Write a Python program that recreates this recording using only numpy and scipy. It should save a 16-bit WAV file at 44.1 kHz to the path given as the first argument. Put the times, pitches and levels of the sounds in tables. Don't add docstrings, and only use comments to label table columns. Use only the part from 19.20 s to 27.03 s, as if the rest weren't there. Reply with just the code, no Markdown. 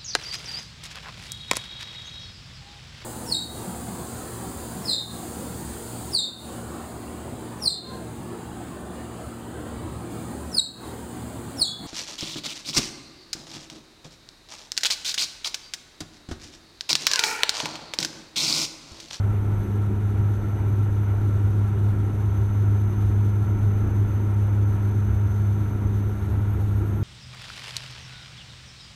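import sys
import numpy as np
from scipy import signal
from scipy.fft import rfft, irfft
from scipy.io import wavfile
from scipy.ndimage import uniform_filter1d

SR = 44100
rng = np.random.default_rng(int(sys.argv[2]) if len(sys.argv) > 2 else 0)


def output_pcm(signal):
    pcm = np.clip(np.atleast_2d(signal).T, -1, 1) * 32767
    wavfile.write(sys.argv[1], SR, np.round(pcm).astype(np.int16))


N = 345303

BLADE_HZ, BLADE_DRIFT_HZ = 102.08, .12
UPPER_STEP_HZ = 6201
# t/s, f/Hz
NEAR_PITCH = [(0, 6280), (.9, 6265), (1.15, 6243), (3, 6230), (6.3, 6228), (6.85, 6265), (7.1, 6395),
              (7.5, 6420), (7.83, 6390)]


def propeller(blade, flutter_db=1.05, overtone_flutter_db=0.78, jitter_rad=0.11):
    # t/s, level/dB
    swell = [(0, -19), (.25, -21.5), (.75, -24.5), (1, -21.5), (1.6, -21), (2.35, -19.5), (2.65, -20.5),
             (3.5, -20), (4.5, -19), (4.85, -22), (5.35, -20), (6.3, -21), (6.9, -22), (7.2, -22),
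             (7.83, -23.5)]
    # t/s, length/s, depth/dB
    dips = [(1.24, 0.054, 5), (1.37, 0.046, 3), (2.95, 0.16, 5.5), (3.738, 0.06, 7), (4.385, 0.064, 5.5),
            (4.70, 0.092, 6), (6.079, 0.02, 6), (6.528, 0.099, 5), (6.996, 0.068, 10), (7.096, .05, 8)]
    # t/s, level/dB
    overtone_swell = [(0, -43), (.7, -38.5), (2, -41.5), (2.6, -38.5), (3.3, -40.5), (4.5, -37.5), (5, -39),
                      (6.8, -37.5), (7.83, -41.5)]
    # blade-rate multiple, level/dB re overtone swell
    overtones = [(2, 1.5), (3, -9.5), (4, -26.5)]
    dip_db = sum(depth_db * hump(t_s, length_s) for t_s, length_s, depth_db in dips)
    fundamental_db = curves(swell)[0] - dip_db + flutter_db * walk(7)
    drone = undb(fundamental_db) * np.sin(blade + jitter_rad * walk(19))
    overtone_db = curves(overtone_swell)[0]
    for order, db in overtones:
        gain = undb(overtone_db + db + overtone_flutter_db * walk(10.5))
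        drone += gain * np.sin(order * (blade + jitter_rad * walk(6.8)))
    return np.sqrt(2) * drone


def buffet(bed_db=-34, rise_db_per_s=0.05, flutter_db=0.5, evenness=0.91):
    # f/Hz, relative level/dB
    spectrum = [(48, -18), (62, -3.5), (73, 4), (88, -7), (110, -8), (160, -46)]
    # t/s, length/s, peak level/dB
    bumps = [(.96, .06, -31), (2.252, .14, -30.5), (3.16, 0.15, -29), (3.884, .07, -27), (4.68, 0.075, -30),
             (5.909, 0.078, -23), (6.08, 0.056, -25.5), (6.66, 0.087, -30), (7.076, 0.059, -25.5),
             (7.176, 0.046, -25.5), (7.37, 0.056, -25), (7.582, 0.071, -26.5)]
    boom = unit(cabin_noise(spectrum))
    envelope = np.sqrt(uniform_filter1d(boom ** 2, SR // 8))
    even_boom = unit(boom / envelope ** evenness)
    bed = undb(bed_db + rise_db_per_s * np.arange(N) / SR + flutter_db * walk(6.5))
    bump_power = sum(undb(db) ** 2 * hump(t_s, length_s) for t_s, length_s, db in bumps)
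    return even_boom * np.sqrt(bed ** 2 + bump_power)


def slipstream(roar_trim_db=-0.44, roar_flicker_db=1.08, rush_flicker_db=0.58):
    # f/Hz, density/(dB per Hz)
    roar_spectrum = [(20, -58), (33, -53.5), (46, -56.5), (70, -64.5), (118, -51), (133, -57.5), (150, -58),
                     (180, -62), (220, -64), (290, -62), (365, -61.5), (430, -66), (480, -78)]
    # t/s, gain/dB
    roar_swell = [(0, 0), (2.7, 1.1), (3.5, 0.7), (4.5, 1), (5.2, -0.4), (6.1, -0.7), (6.5, 1.3),
                  (7.25, -0.3), (7.6, 2.5)]
    # f/Hz, density/(dB per Hz)
    rush_spectrum = [(400, -73), (500, -74), (620, -75.5), (900, -78), (1180, -79), (1600, -82.5),
                     (2000, -85.5), (2300, -87), (2600, -91), (3100, -96.5)]
    # t/s, gain/dB
    drift = [(0, 1), (.7, -0.3), (1.2, 0.35), (2.8, -.5), (4.2, 0.04), (4.55, 0.6), (5.6, .3), (6.6, -.5),
             (7.83, -0.2)]
    roar = cabin_noise(roar_spectrum)
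    roar *= undb(roar_trim_db + curves(roar_swell)[0] + roar_flicker_db * walk(6.1))
    rush = cabin_noise(rush_spectrum) * undb(rush_flicker_db * walk(12))
    return (roar + rush) * undb(curves(drift)[0])


def air_hiss(blade, start_gain_db=-0.64, rise_db_per_s=0.0756, pulsing=0.062, wander_db=0.4, flicker_db=1):
    # f/Hz, density/(dB per Hz)
    spectrum = [(2400, -112), (3200, -96), (3700, -93.5), (4200, -101.5), (5000, -106), (5750, -99.5),
                (6700, -99.5), (7000, -103.5), (8000, -102), (9500, -103.5), (9850, -100.5), (11100, -103),
                (12000, -98.5), (13000, -101.5)]
    trend_db = start_gain_db + rise_db_per_s * np.arange(N) / SR
    gain = undb(trend_db + wander_db * walk(4) + flicker_db * walk(21))
    return cabin_noise(spectrum) * (1 + pulsing * np.cos(blade)) * gain


def whine(blade, pitch, strength, sidebands, upper_db=-5, halo_db=-9, halo_hz=150, flicker_db=2):
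    level_db, blur_hz = curves(strength)
    phase = turn(curves(pitch)[0] + blur_hz * walk(57))
    shaken = sum(undb(db) * np.exp(1j * (k * blade + rng.uniform(0, 2 * np.pi))) for k, db in sidebands)
    halo = undb(halo_db) * (walk(halo_hz) + 1j * walk(halo_hz)) / np.sqrt(2)
    upper = undb(upper_db) * np.exp(1j * turn(np.full(N, UPPER_STEP_HZ)))
    pair = np.exp(1j * phase) * (1 + upper)
    wander_db = walk(6)
    gain = undb(level_db + wander_db + flicker_db * walk(31))
    return np.sqrt(2) * np.real((shaken + halo) * pair) * gain


def near_engine(blade):
    # t/s, base level/dB, blur/Hz
    strength = [(0, -82, 19), (.9, -76, 21), (1.149, -74, 7.4), (2.8, -77, 8), (3, -70, 2.2),
                (3.5, -67, 2.06), (5.2, -68, 2), (6.35, -66.5, 2.3), (6.85, -71, 24), (7.83, -72, 62)]
    # offset/blade rates, gain/dB
    sidebands = [(-2, -16), (-1, -10.5), (0, 2), (1, -17), (2, -16), (3, -30)]
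    return whine(blade, NEAR_PITCH, strength, sidebands)


def far_engine(blade):
    # t/s, f/Hz
    pitch = [(0, 6176), (2.5, 6173), (6.4, 6174), (6.85, 6140), (7.3, 6165), (7.83, 6170)]
    # t/s, base level/dB, blur/Hz
    strength = [(0, -75.5, 9.4), (1.5, -75, 10.5), (2.5, -76, 11.5), (3.2, -77.5, 2.9), (6.3, -79, 4.7),
                (6.85, -73, 9.2), (7.1, -81, 41), (7.83, -79, 62)]
    # offset/blade rates, gain/dB
    sidebands = [(-2, -0.5), (-1, -6), (0, 3.5), (1, -1), (2, -25)]
    return whine(blade, pitch, strength, sidebands)


def whine_hiss(blade, spread_hz=300, pulsing=0.42, flicker_db=3):
    # t/s, level/dB
    swell = [(0, -69.5), (4.2, -82), (5, -73), (6.6, -72), (7.1, -65), (7.5, -64), (7.83, -67)]
    phase = turn(curves(NEAR_PITCH)[0] + UPPER_STEP_HZ)
    band = walk(spread_hz) * np.sin(phase) + walk(spread_hz) * np.cos(phase)
    return band * (1 + pulsing * np.cos(blade)) * undb(curves(swell)[0] + flicker_db * walk(8))


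def compressor_whistle(blade, level_db=-79, flicker_db=3, blur_hz=9, shake_rad=.8):
    # t/s, f/Hz
    pitch = [(0, 7960), (2.2, 7970), (2.7, 8070), (3.3, 8265), (6.4, 8272), (7.83, 8255)]
    phase = turn(curves(pitch)[0] + blur_hz * walk(40)) + shake_rad * np.sin(blade)
    return np.sqrt(2) * np.sin(phase) * undb(level_db + flicker_db * walk(5))


def cabin_noise(spectrum):
    # f/Hz, width/Hz, lift/dB
    panels = [(728, 18, 4.5), (795, 27, 6), (933, 77, 7), (1308, 22.6, 8), (1358, 47, 9), (1446, 103, 5),
              (1650, 24, 4.5), (2896, 64, 5), (3740, 79, 0), (4380, 260, 4)]
    f = np.maximum(np.arange(N // 2 + 1) * SR / N, 1)
    hz, db = np.transpose(spectrum)
    density_db = np.interp(np.log(f), np.log(hz), db)
    panel_db = sum(lift / (1 + (2 * (f - centre) / width) ** 2) for centre, width, lift in panels)
    skirts = np.minimum(np.minimum(f / hz[0], hz[-1] / f), 1) ** 6
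    white = rfft(rng.standard_normal(N))
    return irfft(white * undb(density_db + panel_db) * skirts, N) * np.sqrt(SR / 2)


def undb(db):
    return 10 ** (np.asarray(db) / 20)


def unit(x):
    return x / np.sqrt(np.mean(x ** 2))


def curves(table):
    t_s, *columns = np.transpose(table)
    return [np.interp(np.arange(N) / SR, t_s, column) for column in columns]


def walk(rate_hz):
    f = np.arange(N // 2 + 1) * SR / N
    return unit(irfft(rfft(rng.standard_normal(N)) * np.exp(-.5 * (f / rate_hz) ** 2), N))


def turn(hz):
    return 2 * np.pi * np.cumsum(hz) / SR


def hump(centre_s, length_s):
    return np.exp(-np.log(2) * (2 * (np.arange(N) / SR - centre_s) / length_s) ** 2)


def scene():
    blade = turn(BLADE_HZ + BLADE_DRIFT_HZ * walk(0.99))
    whines = near_engine(blade) + far_engine(blade)
    airflow = buffet() + slipstream() + air_hiss(blade)
    return (propeller(blade) + airflow + whines + whine_hiss(blade) + compressor_whistle(blade))[None]


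def record(dry):
    cutoff_hz = 13050
    return signal.sosfilt(signal.ellip(8, .2, 70, cutoff_hz, fs=SR, output="sos"), dry)


dry = scene()
out = record(dry)
output_pcm(out)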